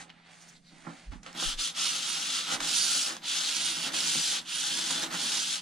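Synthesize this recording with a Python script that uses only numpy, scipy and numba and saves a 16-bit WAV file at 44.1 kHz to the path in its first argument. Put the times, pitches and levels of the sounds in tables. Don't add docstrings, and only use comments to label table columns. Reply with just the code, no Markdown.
import sys
import numpy as np
from scipy import signal
from scipy.fft import rfft, irfft
from scipy.io import wavfile
from scipy.ndimage import uniform_filter1d
from numba import njit

SR = 44100
rng = np.random.default_rng(int(sys.argv[2]) if len(sys.argv) > 2 else 0)


def output_pcm(signal):
    pcm = np.clip(np.atleast_2d(signal).T, -1, 1) * 32767
    wavfile.write(sys.argv[1], SR, np.round(pcm).astype(np.int16))


N = 247401
T = np.arange(N) / SR
FFT_SIZE = 2 ** 18
FREQS = np.fft.rfftfreq(FFT_SIZE, 1 / SR) + 1e-3


STROKES = [ (1.337, 0.83, 0.062, 0.099, 0.066, -33, 0, -4, 3230, 0, -5, 1370, -13),
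           (1.565, 0.17, 0.16, 0.048, 0.095, -32, 0.5, -3, 3430, 0, -6.5, 1330, -16.5),
           (1.734, 0.27, 0.2, 0.056, .07, -34, 2.5, -4.5, 3300, 200, -12, 1345, -16.5),
           (2.451, 0.52, 0.65, 0.11, 0.055, -28.5, 3.5, -4.5, 3440, 2, -6.5, 1390, -10),
           (2.584, 0.82, 0.11, 0.061, 0.2, -29.5, 2.5, -2.5, 4550, 2398, -6, 1420, -18),
           (3.207, 0.19, .1, 0.11, .05, -31.5, -1, -4.5, 3730, -800, -8.5, 1425, -19),
           (3.912, 0.88, 0.43, 0.055, 0.18, -30.5, 1.5, -3.5, 4100, 6, -13, 1520, -19),
           (4.438, 0.3, .11, 0.11, 0.068, -33, -3, -3.5, 3380, 800, -5, 1530, -17),
           (5.09, 1.06, 0.15, 0.063, 0.095, -32, 1, -3.5, 3750, -400, -9, 1495, -18.5), ]
# t/s, hiss change/dB, wood change/dB, length/s
PRESSES = [(1.845, 5.5, 0, 0.11), (1.936, 1, 2, 0.051), (2.36, 1.5, -1.5, 0.057), (2.519, 0, 7.5, 0.036),
           (2.625, -4.5, 3.5, 0.089), (2.753, 2, -3.5, 0.095), (3.123, -4.5, 8, 0.11),
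           (3.667, 1.5, -1, 0.04), (3.807, -3, -1, 0.15), (3.877, 1.5, 5, 0.075), (4.143, 1.3, 0.5, 0.19),
           (4.384, 7, 6.5, 0.065), (4.534, -2.5, -4.5, 0.088), (4.653, 0, -1.5, 0.048),
           (5.032, 2, 7, 0.021), (5.152, -5, 2, 0.053), (5.342, 1, 1, 0.081)]


def sanding():
    speed, place, stroke, along = hand()
    settings = uniform_filter1d(np.transpose(STROKES)[5:, stroke], size=900)
    hiss_db, change_db, treble_db, ring_hz, glide_hz, ring_db, pocket_hz, pocket_db = settings
    paper_press_db = sum(db * swell(t, length) for t, db, _, length in PRESSES)
    wood_press_db = sum(db * swell(t, length) for t, _, db, length in PRESSES)
    hiss_db = hiss_db + change_db * (along - .5) + paper_press_db
    ring_hz = ring_hz + glide_hz * (along - .5)
    ring_db = ring_db + 0.2 * paper_press_db
    swing = np.sin(np.pi * along) - 2 / np.pi
    grip = (1 + 0.12 * flurries(per_s=570, decay_s=0.0041)) * undb(.5 * wander(per_s=34))
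    grit = [unit(grip * grains(per_s=15000, spread_db=2.0)) for _ in range(4)]
    on_sheet, on_ring, on_pocket, on_wood = grit
    hiss = paper_hiss(on_sheet, on_ring, speed, swing, ring_hz, ring_db, treble_db)
    pocket = air_pocket(on_pocket, speed, swing, pocket_hz) * undb(pocket_db)
    dresser = rasp_and_drone(on_wood * undb(wood_press_db), speed, place)
    touching = np.clip((T - STROKES[0][0]) / 0.0081, 0, 1)
    return ((hiss + pocket) * undb(hiss_db) + dresser) * touching


# f/Hz, level/dB
PAPER_TONE = [(500, -27), (1100, -16.5), (2000, -6), (2450, -1.5), (2850, 4), (3350, 5.5), (4000, 3),
              (4600, 1.5), (5200, -1.5), (6800, -4.5), (8200, -11), (9400, -7.5), (10900, -24),
              (14000, -30), (15300, -43)]


def paper_hiss(on_sheet, on_ring, speed, swing, ring_hz, ring_db, treble_db):
    paper = colour(PAPER_TONE)
    sheet = unit(filtered(on_sheet, paper))
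    ring_hz = ring_hz * (1 + .06 * wander(per_s=16))
    ring = unit(moving_band(filtered(on_ring, paper), ring_hz, width_hz=650.))
    ring = ring * undb(ring_db + 2.6 * wander(per_s=16))
    treble_db = treble_db + 1.5 * swing + 0.41 * 20 * np.log10(speed)
    return brighten(sheet + ring, treble_db, split_hz=5040) * speed ** 1.68


def air_pocket(grit, speed, swing, hz):
    hz = hz * (1 - 0.05 * (1 - speed) + .06 * swing)
    once = moving_band(grit, hz, width_hz=390.)
    twice = moving_band(once, hz, width_hz=390.)
    return unit(twice) * speed ** 1.86


# f/Hz, level/dB
JERK_TONE = [(150, -6), (250, -1.5), (305, -3), (400, 4.5)]


def rasp_and_drone(grit, speed, place):
    rasp_db, drone_db = -54.5 + 11 * place, -60 + 13.5 * place
    grit = grit * undb(1.08 * wander(per_s=54))
    rasp = grit * undb(rasp_db) * speed ** 0.46
    drone = filtered(grit, colour(JERK_TONE)) * undb(drone_db) * speed ** 0.37
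    drag = undb(np.exp(-((speed - 0.64) / 0.19) ** 2))
    return wood(rasp * drag, drone * np.sqrt(drag))


# f/Hz, width/Hz, level/dB
PANEL_MODES = [(525, 72, 1), (683, 93, -6.5), (803, 55, 3), (1000, 114, -0.5), (1290, 255, 1),
               (1717, 385, 9), (1820, 570, 7.5), (2530, 230, -21)]
# f/Hz, width/Hz, level/dB
BODY_MODES = [(169, 35, -1.5), (200.5, 22.5, 4), (199.7, 68, 1.5), (263, 30.4, 3), (304.7, 22.2, 4.5),
              (338, 58, -9.5), (474, 87, -17)]


def wood(panel_force, body_force):
    sound = 0
    for force, modes, cut_hz in ((panel_force, PANEL_MODES, 380), (body_force, BODY_MODES, 140)):
        notes = sum((-1) ** k * undb(db) * resonance(hz, width)
                    for k, (hz, width, db) in enumerate(modes))
        bass_cut = signal.butter(6, cut_hz, "high", fs=SR, output="sos")
        response = notes * signal.sosfreqz(bass_cut, FREQS, fs=SR)[1]
        sound = sound + filtered(force, response / np.sqrt(np.mean(np.abs(response) ** 2)))
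    return sound


def hand():
    end_s, end_place, end_speed = 5.625, 0.15, .15
    starts, places, turn_speeds, rises, falls = np.transpose(STROKES)[:5]
    turns = np.append(starts, end_s)
    pace = sum(movement(*timing) for timing in zip(starts, turns[1:], rises, falls))
    slowest = np.interp(T, turns, np.append(turn_speeds, end_speed))
    speed = np.sqrt(slowest ** 2 + (1 - slowest ** 2) * pace ** 2)
    place = np.interp(T, turns, np.append(places, end_place))
    progress = np.interp(T, turns, np.arange(len(turns)))
    stroke = np.minimum(progress.astype(int), len(starts) - 1)
    return speed, place, stroke, progress - stroke


# t/s, body level/dB, panel level/dB, fade time/s, treble cut f/Hz
KNOCKS = [(-.01, -53.5, -51.5, 0.41, 1100), (0.718, -58, -59, 1, 700), (.848, -57, -53.5, 0.33, 2000),
          (0.866, -44, -40.5, 0.21, 1190), (1.118, -48, -50, 0.3, 2000), (1.26, -57, -48, 0.34, 2000),
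          (1.349, -43.5, -52, 0.31, 191), (1.424, -45.5, -37, 0.071, 1470),
          (2.522, -47.5, -38.5, 0.22, 1820), (2.55, -57, -38, 0.091, 1800),
          (3.937, -51, -37.5, 0.082, 1900), (4.151, -42, -33, 0.028, 880), (4.159, -36.5, -62, 0.13, 230),
          (4.903, -50, -37, 0.039, 1200), (5.139, -46, -42, 0.061, 1200)]


def knocks():
    panel, body = 0, 0
    rattle = rng.standard_normal(N)
    for t, body_db, panel_db, fade_s, cut_hz in KNOCKS:
        force = rattle * fade(t, fade_s) + 2.27 * fade(t, fade_s=.0015)
        softened = signal.sosfilt(signal.butter(2, cut_hz, fs=SR, output="sos"), force + 1e-18)
        panel = panel + undb(panel_db) * softened
        body = body + undb(body_db) * softened
    return wood(panel, body)


# t/s, level before the shared tone/dB, f/Hz, width/Hz, fade time/s
TICKS = [(0.095, -44, 3100, 910, 0.0077), (0.1005, -43, 3100, 380, 0.042), (1.121, -54, 3100, 2500, 0.21),
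         (1.232, -41.5, 5900, 2630, 0.012), (1.264, -36, 3600, 2500, 0.0074),
         (1.267, -47.5, 3520, 3000, 0.17), (1.329, -39, 6500, 4000, 0.0088), (1.351, -42, 4000, 1200, .012),
         (2.604, -24, 5170, 3450, 0.03), (3.167, -28, 5970, 2430, 0.008)]
# f/Hz, level/dB
TICK_TONE = [(200, -6), (1000, 10.5), (7000, -3.5), (9500, -10), (11500, -20), (15000, -26)]


def ticks():
    noise = rng.standard_normal(N)
    snaps = sum(unit(filtered(noise, resonance(hz, width))) * undb(db) * fade(t, fade_s)
                for t, db, hz, width, fade_s in TICKS)
    return filtered(snaps, colour(TICK_TONE))


# start t/s, end t/s, rise/s, fall/s, level/dB, treble share/dB
RUSTLES = [(-.02, 0.058, 0.017, 0.13, -41.5, -5.5), (0.043, 0.323, 0.027, .04, -62.5, -21),
           (0.24, 0.356, 0.042, 0.098, -63, -12), (0.283, 0.61, 0.067, 0.13, -57.5, -6),
           (0.592, 1.126, 0.42, 0.16, -55, -8), (1.106, 1.198, .015, 0.12, -58, -6),
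           (1.228, 1.4, 0.0073, 0.05, -54.5, -9)]
# f/Hz, level/dB
RUSTLE_TONE = [(250, -6), (500, -6), (760, 2), (1000, -4.5), (1400, 1), (1750, 1), (2080, 3), (2500, -0.5),
               (3400, -2), (4600, -3.5), (5200, -9), (6500, -8), (8200, -12), (9600, -13.5), (10900, -38),
               (15000, -40)]
# t/s, level/dB, f/Hz, length/s
SCUFFS = [(0.422, -57, 5800, 0.022), (0.493, -55, 6300, 0.017), (0.567, -59.5, 4000, 0.023),
          (0.684, -60.5, 4160, 0.05)]


def rustle():
    fibres = filtered(grains(per_s=19000, spread_db=3.0), colour(RUSTLE_TONE))
    cloth = sum(brighten(fibres, treble_db, split_hz=4800) * undb(db) * movement(*timing)
                for *timing, db, treble_db in RUSTLES)
    noise = rng.standard_normal(N)
    scuffs = sum(unit(filtered(noise, resonance(hz, 0.36 * hz) ** 2)) * undb(db) * swell(t, length)
                 for t, db, hz, length in SCUFFS)
    return cloth + scuffs


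# t/s, level/dB, f/Hz, length/s
PUFFS = [(1.094, -34.5, 46.2, 0.03), (1.129, -43, 87.5, 0.02), (1.176, -46.5, 44, 0.042),
         (1.48, -33, 25.8, 0.028), (1.569, -37, 22, 0.057), (2.547, -51, 95, .018), (2.63, -52, 32, .05)]


def air_puffs():
    phases = rng.uniform(0, 2 * np.pi, len(PUFFS))
    return sum(undb(db) * swell(t, length) * np.sin(2 * np.pi * hz * (T - t) + phase)
               for (t, db, hz, length), phase in zip(PUFFS, phases))


# f/Hz, level/dB
BACKGROUND_TONE = [(20, 6), (60, -12), (105, -12), (150, 6.5), (250, 6.5), (330, -8), (750, -13),
                   (1100, -25.5), (4000, -22), (9500, -24), (11500, -60), (15000, -52)]


def background():
    noise = unit(filtered(rng.standard_normal(N), colour(BACKGROUND_TONE)))
    return noise * undb(-65.5 + 2.2 * wander(per_s=6))


def appliance_hum():
    hz = 169.4 * (1 + 0.0015 * wander(per_s=6))
    hum = unit(np.sin(2 * np.pi * np.cumsum(hz) / SR))
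    return hum * undb(-65 + 1.2 * wander(per_s=6))


def room_echo(x):
    tail = rng.standard_normal(N) * fade(0, fade_s=0.21) * (T > .006)
    tone = colour([(400, 8.5), (2000, -1.0), (8000, 4.5)])
    response = rfft(tail / np.linalg.norm(tail), FFT_SIZE) * tone
    return x + undb(-14.5) * filtered(x, response)


# f/Hz, scattered against direct sound/dB
STEREO_WIDTH = [(40, -3.5), (150, -10), (300, -13), (600, -4.5), (1000, -3), (1900, -4), (2800, -9),
                (4000, -12), (5500, -4), (6800, -3.5), (8000, 2.5), (9400, 2.5), (11500, -4.5),
                (14000, 1.5)]
# f/Hz, left against right/dB
BALANCE = [(150, -2.5), (380, -0.5), (800, -6.5), (1400, -3), (2300, -2), (6000, -1), (7500, 3.5),
           (8800, -3.5), (13000, 0)]


def stereo(x):
    wide = filtered(x, colour(STEREO_WIDTH))
    shares = np.array([wander(per_s=18.6) for _ in range(4)])
    side = 0
    for share in shares / np.linalg.norm(shares, axis=0):
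        scatter = rfft(rng.standard_normal(N) * fade(0, fade_s=0.019), FFT_SIZE)
        side = side + share * filtered(wide, scatter / np.abs(scatter))
    lean = np.sqrt(colour(BALANCE))
    return np.array([filtered(x + side, lean), filtered(x - side, 1 / lean)])


def grains(per_s, spread_db):
    hits = rng.random(N) < per_s / SR
    signs = rng.choice([-1, 1], N)
    sizes = undb(spread_db * np.minimum(rng.exponential(size=N), 6))
    return unit(hits * signs * sizes)


def flurries(per_s, decay_s):
    catches = (rng.random(N) < per_s / SR) * rng.exponential(size=N)
    load = signal.lfilter([1], [1, -np.exp(-1 / (decay_s * SR))], catches)
    return unit(load - load.mean())


def wander(per_s):
    size = max(int(SR / per_s), 2)
    return unit(uniform_filter1d(uniform_filter1d(rng.standard_normal(N), size), size))


def movement(start, end, rise_s, fall_s):
    rising = np.clip((T - start) / rise_s, 0, 1)
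    falling = np.clip((end - T) / fall_s, 0, 1)
    return np.sin(np.pi / 2 * rising) * np.sin(np.pi / 2 * falling)


def swell(centre, length):
    return np.exp(-2 * ((T - centre) / length) ** 2)


def fade(start, fade_s):
    age = T - start
    return (age >= 0) * np.exp(-np.log(1000) * np.clip(age / fade_s, 0, 10))


def brighten(x, treble_db, split_hz):
    treble = filtered(x, 1 / (1 + (split_hz / FREQS) ** 8))
    share = np.clip(undb(treble_db) ** 2, 0, .9)
    return unit(np.sqrt(share) * unit(treble) + np.sqrt(1 - share) * unit(x - treble))


@njit
def moving_band(x, hz, width_hz):
    y, band_state, low_state = np.empty(len(x)), 0., 0.
    for i in range(len(x)):
        tuning, damping = np.tan(np.pi * hz[i] / SR), width_hz / hz[i]
        band = (band_state + tuning * (x[i] - low_state)) / (1 + tuning * (tuning + damping))
        band_state = 2 * band - band_state
        low_state += 2 * tuning * band
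        y[i] = damping * band
    return y


def resonance(hz, width):
    return 1 / (1 + 1j * (FREQS ** 2 - hz ** 2) / (FREQS * width))


def colour(points):
    hz, db = np.transpose(points)
    return undb(np.interp(np.log(FREQS), np.log(hz), db))


def filtered(x, response):
    return irfft(rfft(x, FFT_SIZE) * response, FFT_SIZE)[:N]


def undb(db):
    return 10 ** (np.asarray(db) / 20)


def unit(x):
    return x / np.sqrt(np.mean(x ** 2))


def scene():
    work = sanding() + rustle() + knocks() + ticks()
    return stereo(room_echo(work) + air_puffs() + background() + appliance_hum())


def record(dry):
    top_hz = 15300
    return signal.sosfilt(signal.ellip(10, .2, 80, top_hz, fs=SR, output="sos"), dry)


dry = scene()
out = record(dry)
output_pcm(out)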